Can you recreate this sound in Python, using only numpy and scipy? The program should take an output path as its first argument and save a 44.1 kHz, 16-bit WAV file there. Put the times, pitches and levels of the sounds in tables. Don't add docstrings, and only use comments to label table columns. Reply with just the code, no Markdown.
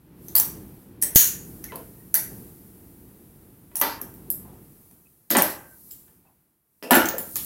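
import sys
import numpy as np
from scipy import signal
from scipy.fft import rfft, irfft, next_fast_len
from scipy.io import wavfile
from scipy.ndimage import uniform_filter1d

SR = 44100
rng = np.random.default_rng(int(sys.argv[2]) if len(sys.argv) > 2 else 0)


def decibels_to_gain(level_db):
    exponent = np.asarray(level_db, float) / 20
    return 10 ** exponent


def persist_wave(psi):
    counts = np.round(np.clip(psi, -1, 1) * 32767).astype(np.int16)
    wavfile.write(sys.argv[1], SR, np.atleast_2d(counts).T)


N = 328540

# start_s, murmur_db, hiss_db (both rms)
BACKGROUND_SWELL = [(0, -57, -65.5), (.14, -50.5, -65.5), (.26, -46, -50), (.58, -41, -53),
                    (.83, -48.5, -56.5), (1.02, -47.5, -66), (1.47, -43.5, -48.5), (2.14, -50.5, -53.5),
                    (2.34, -40.5, -46.5), (2.59, -50.5, -53), (3.129, -50.5, -56), (3.7, -54, -58.5),
                    (4.1, -46.5, -53.5), (4.52, -46.5, -56), (4.85, -58, -55), (5.27, -68, -62),
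                    (5.93, -58, -47.5), (6.249, -64.5, -64.5), (6.64, -79, -73), (6.87, -73.5, -62.5),
                    (7.45, -44, -32.5)]
# pitch_hz, level_db per Hz
MURMUR_COLOUR = [(15, -35.5), (25, -15.5), (54, -2), (189, 1), (233, -3), (330, -3), (465, -11),
                 (609, -23.5), (900, -22), (1170, -49), (1980, -120)]
MIDDLE_COLOUR = [(300, -14), (600, -0.5), (1200, -3), (2500, -9.5), (5000, -16), (8000, -26.5)]
HISS_COLOUR = [(2350, -45.5), (4000, -19), (4410, -18.5), (5670, -15), (6630, -15), (12500, 0.5),
               (15200, -3.5), (16000, -4.5)]
# level_db re the blow, fade_db_per_s
LINGER_FADES = [(-23.5, 62), (-34, 89.5), (-32, 61)]
# start_s, level_db (peak of the part), part_hz, bench_db re part, rattle_t60_s
KNOCK_HITS = [(0.281, -54, 452, -1, .043), (.351, -30.5, 992, -9.5, 0.2), (.399, -30.5, 1000, -9, 0.02152),
              (1.025, -31.5, 1832, -4, 0.22), (1.16, -22.5, 454, -15.5, 0.066),
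              (1.641, -37, 1810, -27, 0.05), (1.721, -32, 949.9, -4, .04), (1.756, -45.5, 482, 9, 0.05757),
              (2.143, -27.5, 1605, -9, 0.1), (3.716, -49, 497, -8, .05), (3.753, -42, 920, -4, 0.43),
              (3.814, -16, 999.9, -12, 0.19), (3.818, -22, 498, -12.5, 0.11),
              (4.013, -42.5, 1110, 4, 0.057), (4.302, -44, 452, 0, 0.042), (4.912, -56.5, 667, -3.5, .05),
              (5.305, -22, 560, 5.5, 0.13), (5.323, -27, 622, 6, .05), (5.351, -10.5, 897, -4, .12),
              (5.364, -10.5, 806.5, -5, .036), (5.385, -13, 621.4, -21, .1),
              (5.419, -20, 695.6, -6.5, .034), (6.079, -58.5, 818, -13, .06),
              (6.826, -32, 493, -0.6, 0.12388), (6.908, -6.5, 830, 1.3, 0.11),
              (6.934, -5.5, 1420, -21.5, .017), (6.952, -6.5, 1378, -3.5, 0.091),
              (7.019, -13.5, 1413, -18, 0.0241), (7.182, -30.5, 769.1, -1, 0.06876),
              (7.359, -32.5, 1180, -11, .015)]
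# pitch_hz, width_hz, level_db
BENCH_MODES = [(204, 34, -1.5), (256.01, 36, -1.5), (299, 49, 1), (350, 59, -4.5), (407.69, 74, -5.5),
               (520, 82, -6), (620, 100, -4), (674, 87, -5)]
# pitch_hz, width_hz, level_db
CASTING_MODES = [(920, 63, 2.5), (1014, 54, -4), (1195, 30, -19.5), (1460.9, 59, 1.5), (1560.6, 160, -4.5),
                 (2013, 86, -4), (2406, 30, -24.5), (3230, 200, -18.5)]
# start_s, level_db (peak of the tick), tick_hz, clink_hz, clink_db re tick, rattle_t60_s
CLINK_HITS = [(0.2838, -31, 12500, 6200, -5, 0.066), (0.3531, -4.5, 13200, 4560, -10.5, .1),
              (0.3636, -9.5, 14000, 4800, -17, .1), (0.3829, -10, 15180, 7470, -17.5, 0.11),
              (.3988, -10, 15100, 5950, -6, 0.036), (.4083, -14, 12970, 7391, -24.5, .06),
              (1.0243, -10, 9880, 5890, -11, 0.078), (1.0352, -15, 9000, 6530, -30.5, 0.049),
              (1.1584, 2.5, 13550, 6410, -5.5, 0.08), (1.641, -28, 11700, 6000, -5.5, 0.056),
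              (1.7574, -27.5, 12100, 4427, -12.5, .04), (2.142, -6, 12270, 6030, -15.5, 0.11),
              (2.1531, -10, 12900, 4503, -11.5, .056), (3.7559, -18, 11500, 5800, -11.5, 0.073),
              (3.7678, -19.5, 11100, 6060, -14, 0.085), (3.7995, -18, 12900, 5800, -24.5, 0.036),
              (3.8139, -5, 13100, 5945, -13.5, .05), (4.0146, -23.5, 13100, 5860, -15, 0.071),
              (4.14, -40, 14300, 7690, -17.5, 0.0943), (4.3022, -13.5, 13420, 4980, -26, 0.016),
              (4.308, -22, 13120, 4980, -28, 0.08), (4.314, -20.5, 13300, 7290, -28.5, .1),
              (4.9118, -45, 11550, 5970, -15.5, .03), (5.3045, -11.5, 13140, 7507, -12, 0.12),
              (5.3121, -10.5, 13080, 6579, -12, 0.081), (5.3688, -9, 9330, 6960, -4, 0.053),
              (5.3852, -13.5, 13500, 5900, -5, .058), (5.4215, -3, 12560, 6195, -20.5, .025),
              (5.5004, -26, 12200, 5572, -10, 0.064), (5.9123, -32.5, 14480, 7410, -7, 0.13),
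              (6.827, -41, 12110, 5100, 3.5, 0.18), (6.9081, -5.5, 12000, 7570, -13.5, .09),
              (6.9534, -6.5, 13000, 7200, -24.5, 0.088), (7.0565, -22.5, 14900, 6270, 3.5, 0.062),
              (7.0875, -17.5, 15100, 6550, 0, 0.024), (7.1824, -19.5, 13700, 7140, -11.5, 0.15),
              (7.357, -17.5, 13530, 6960, -3.5, 0.04), (7.366, -17, 12300, 5362, -15.5, .076)]
# pitch_hz, t60_s
WORKSHOP_DECAY = [(150, 0.33), (500, 0.46), (1500, 0.45778), (4000, 0.35), (8000, 0.38), (16000, 0.24)]
# start_s, then the starting level_db of each blade, highest first
JINGLE_HITS = [(0.3781, -22, -26, -22, -21), (0.3984, -19.5, -18.5, -19, -40.5),
               (5.9091, -47, -53, -39, -43.5), (6.9441, -19, -20.5, -19, -57),
               (6.9662, -31, -28.5, -23, -43), (7.0579, -34.5, -37, -28, -57), (7.0858, -25, -29, -27, -55),
               (7.1861, -29.5, -30.5, -37, -40)]
# pitch_hz, t60_s
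BLADE_TONES = [(15070, .22), (10050, 0.053), (7470, 0.038), (5120, 0.0266)]
# start_s, length_s, level_db (rms before the fades), pitch_hz, width_hz
NOISE_BANDS = [(1.014, 0.083, -27.5, 10700, 6053), (1.029, .092, -28.5, 8170, 600),
               (1.149, 0.018, -22, 11690, 5016), (1.72, 0.12, -41.5, 984.3, 120),
               (1.714, 0.16436, -42.5, 452.8, 100), (2.146, 0.17, -43, 1920, 350),
               (2.144, .12, -47.5, 899, 200), (3.819, 0.19, -37, 4577, 1800),
               (7.357, 0.11, -41.5, 3000, 3500), (4.306, .063, -58, 5080, 200),
               (4.442, 0.1962, -54, 730, 400), (5.299, 0.29, -34, 4430, 2500),
               (5.37, 0.077, -24.5, 9000, 1200), (5.372, 0.055, -22.5, 201, 70),
               (6.249, .11, -62.5, 783.6, 395), (6.824, .14, -50, 10600, 5030), (6.829, .49, -39, 490, 297),
               (6.832, .15, -47.5, 2660, 302), (6.907, 0.18, -30.5, 5700, 2545),
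               (6.912, .2, -22, 1435, 78.9), (7.137, 0.067, -30.5, 520, 157)]
# start_s, level_db (peak), rise_s
POP_SHAPE = (1.159, -4, 0.00067)
# start_s, level_db (rms before the fade), length_s, fade exponent
SHUDDER_SHAPE = (1.16, -14, 0.175, 1.8)
# pitch_hz, width_hz, level_db
ENGINE_MODES = [(1580, 900, -18.5), (2712, 1100, -17), (4200, 1800, -18.5), (5900, 610, -7.5),
                (6690, 800, -1.5), (10023, 2000, -6.5), (13300, 2500, -2.5), (14900, 2100, -2)]
# start_s, length_s, level_db (peak), start_hz, end_hz
SQUEAK_TONES = [(1.64, .03, -46, 1800, 1814), (1.682, 0.039, -46.5, 2220, 1950),
                (1.937, 0.1385, -69.5, 1832, 1876), (5.054, 0.0234, -69, 2580, 2600),
                (5.599, 0.17588, -59, 1560, 1549), (6.258, 0.02757, -70, 2620, 2600)]


def rms_one(x):
    return x / np.sqrt(np.mean(x ** 2) + 1e-20)


def peak_one(x):
    return x / np.sqrt(2 * uniform_filter1d(x * x, size=44).max() + 1e-20)


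def at_hz(points, hz):
    table_hz, values = np.transpose(points)
    return np.interp(np.log(np.maximum(hz, 1)), np.log(table_hz), values)


def butter(x, order, hz, kind):
    return signal.sosfilt(signal.butter(order, hz, kind, fs=SR, output="sos"), x)


def resonance(x, hz, width_hz):
    r = np.exp(-np.pi * abs(width_hz) / SR)
    return signal.lfilter([(1 - r * r) / 2, 0, (r * r - 1) / 2], [1, -2 * r * np.cos(2 * np.pi * hz / SR), r * r], x)


def double_resonance(x, hz, width_hz):
    return resonance(resonance(x, hz, width_hz), hz, width_hz)


def smooth(x, time_s):
    r = np.exp(-1 / (time_s * SR))
    return signal.lfilter([1 - r], [1, -r], x)


def hold_and_fall(level_db, fall_db_per_s):
    ramp_db = fall_db_per_s * np.arange(N) / SR
    return np.maximum.accumulate(level_db + ramp_db, axis=-1) - ramp_db


def add(out, s, x):
    i = round(s * SR)
    out[i:i + len(x)] += x[:N - i]


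def coloured_noise(spectrum):
    size = next_fast_len(N)
    hz = np.arange(size // 2 + 1) * SR / size
    shaped = rfft(rng.standard_normal(size)) * decibels_to_gain(at_hz(spectrum, hz))
    return rms_one(irfft(shaped, size)[:N])


def lingering(blows, db, fade_db_per_s):
    level_db = 10 * np.log10(uniform_filter1d(blows * blows, size=441).clip(1e-12))
    return smooth(decibels_to_gain(hold_and_fall(level_db, fade_db_per_s) + db), 0.038)


def background(low_blows, high_blows):
    s, *levels = np.transpose(BACKGROUND_SWELL)
    murmur_db, hiss_db = (np.interp(np.arange(N) / SR, s, db) for db in levels)
    middle_db = -36 + 0.6 * murmur_db
    layers = zip((murmur_db, middle_db, hiss_db), (low_blows, low_blows, high_blows),
                 LINGER_FADES, (MURMUR_COLOUR, MIDDLE_COLOUR, HISS_COLOUR))
    out = np.zeros(N)
    for swell_db, blows, linger, colour in layers:
        gain = np.hypot(decibels_to_gain(swell_db), lingering(blows, *linger))
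        out += gain * coloured_noise(colour)
    return out


def rattle(t60, strike=3.5):
    t = np.arange(SR // 2) / SR
    uneven_db = 3 * np.repeat(rng.standard_normal(len(t) // 50), 50)
    grains = rng.standard_normal(len(t)) * decibels_to_gain(uneven_db)
    grains = grains * decibels_to_gain(-60 * t / np.clip(t60, .003, 1)) + 1e-18
    return grains + strike * (t == 0)


def body(touch, modes):
    strength = decibels_to_gain(1.5 * rng.standard_normal(len(modes)))
    ring = 0
    for k, (hz, width_hz, db) in enumerate(modes):
        ring = ring + (-1) ** k * strength[k] * decibels_to_gain(db) * resonance(touch, hz, width_hz)
    return peak_one(ring)


def knocks():
    out = np.zeros(N)
    casting_db = -12
    for s, db, part_hz, bench_db, t60 in KNOCK_HITS:
        touch = butter(rattle(t60, strike=12.44), 4, [185, 4000], "band")
        part = peak_one(resonance(touch, part_hz, 170) + decibels_to_gain(-9) * resonance(touch, 1100, 1200))
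        bench = decibels_to_gain(bench_db) * body(touch, BENCH_MODES)
        casting = decibels_to_gain(casting_db) * body(touch, CASTING_MODES)
        add(out, s, decibels_to_gain(db) * (part + bench + casting))
    return out


def clinks():
    out, cracks = np.zeros(N), np.zeros(N)
    crack_db, crack_t60_s = 0.5, 0.013
    for s, db, tick_hz, clink_hz, clink_db, t60 in CLINK_HITS:
        bare = butter(rattle(t60, strike=9), 2, 3000, "high")
        bright = butter(bare, 4, 8500, "high")
        tick = double_resonance(bare, tick_hz, 1500) + decibels_to_gain(-3) * resonance(bright, 13000, 5000)
        clink = double_resonance(bare, clink_hz, 1100) + decibels_to_gain(-7) * bare
        add(out, s, decibels_to_gain(db) * (peak_one(tick) + decibels_to_gain(clink_db) * peak_one(clink)))
        snap = rattle(crack_t60_s)
        crack_top = peak_one(double_resonance(snap, tick_hz, 2600))
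        crack_low = peak_one(double_resonance(snap, clink_hz, 500))
        add(cracks, s, decibels_to_gain(db + crack_db) * (crack_top + decibels_to_gain(clink_db - 5) * crack_low))
    return out, cracks


def workshop(x):
    first_echo_s, echo_gain_db = .0025, -30
    t, edges = np.arange(SR) / SR, 100 * 2 ** np.arange(0, 7.6, .5)
    echoes = 0
    for low, high in zip(edges, edges[1:]):
        band = butter(rng.standard_normal(SR), 2, [low, high], "band")
        echoes = echoes + band * decibels_to_gain(-60 * t / at_hz(WORKSHOP_DECAY, np.sqrt(low * high)))
    echoes = echoes * np.clip(t / first_echo_s - 1, 0, 1)
    return decibels_to_gain(echo_gain_db) * signal.fftconvolve(x, echoes)[:N]


def jingles():
    out, t = np.zeros(N), np.arange(SR // 2) / SR
    for s, *levels in JINGLE_HITS:
        detunes = .001 * rng.standard_normal(len(BLADE_TONES))
        for (hz, t60), db, detune in zip(BLADE_TONES, levels, detunes):
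            add(out, s, decibels_to_gain(db - 60 * t / t60) * np.sin(2 * np.pi * hz * (1 + detune) * t))
    return out


def noise_bands():
    out = np.zeros(N)
    for s, length, db, hz, width_hz in NOISE_BANDS:
        share = np.arange(round(length * SR)) / (length * SR)
        noise = rng.standard_normal(SR // 2)[:len(share)]
        band = rms_one(double_resonance(noise, hz, width_hz))
        add(out, s, decibels_to_gain(db) * band * np.minimum(1, share / 0.041) * (1 - share) ** 1.1)
    return out


def overload_pop():
    out, (s, db, rise_s) = np.zeros(N), POP_SHAPE
    share = np.arange(SR // 10) / SR / rise_s
    add(out, s, decibels_to_gain(db) * share * np.exp(1 - share))
    return out


def shudder():
    out, (s, db, length, curve) = np.zeros(N), SHUDDER_SHAPE
    uneven = decibels_to_gain(2.5 * np.repeat(rng.standard_normal(SR // 100), 50))
    chatter = 0
    for hz, width_hz, level_db in ENGINE_MODES:
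        grains = uneven * rng.standard_normal(SR // 2)
        chatter = chatter + decibels_to_gain(level_db) * double_resonance(grains, hz, width_hz)
    fade = np.clip(1 - np.arange(SR // 2) / (length * SR), 0, 1) ** curve
    add(out, s, decibels_to_gain(db) * rms_one(chatter) * fade)
    return out


def squeaks():
    out = np.zeros(N)
    for s, length, db, start_hz, end_hz in SQUEAK_TONES:
        share = np.arange(round(length * SR)) / (length * SR)
        wander = uniform_filter1d(rng.standard_normal((2, SR // 2)), size=300) * np.sqrt(300)
        pitch, strength = wander[:, :len(share)]
        hz = (start_hz + (end_hz - start_hz) * share) * (1 + .015 * pitch)
        tone = np.sin(2 * np.pi * np.cumsum(hz) / SR)
        add(out, s, decibels_to_gain(db + 4.8 * strength) * np.sqrt(np.sin(np.pi * share)) * tone)
    return out


def scene():
    low = knocks()
    high, cracks = clinks()
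    contacts = low + high + shudder()
    struck = contacts + workshop(contacts) + cracks + jingles() + overload_pop()
    return (background(low, high) + struck + noise_bands() + squeaks())[None]


def gain_control(x):
    limit_db, squeeze, recovery_db_per_s, attack_s = 0, 0.75, 98, .005
    level_db = 10 * np.log10(2 * uniform_filter1d(x * x, size=88).clip(1e-12))
    held_db = hold_and_fall(level_db, recovery_db_per_s)
    cut_db = squeeze * np.maximum(held_db - limit_db, 0)
    return x * decibels_to_gain(-smooth(cut_db, attack_s))


def band_limit(x):
    return signal.sosfilt(signal.butter(12, 16510, fs=SR, output="sos"), x)


def record(dry):
    top_cut = signal.sosfilt(signal.ellip(8, .5, 45, 15900, fs=SR, output="sos"), dry)
    overloaded = 1.183 * np.tanh(gain_control(top_cut) / 1.124)
    return band_limit(np.clip(overloaded, -1, 1))


dry = scene()
out = record(dry)
persist_wave(out)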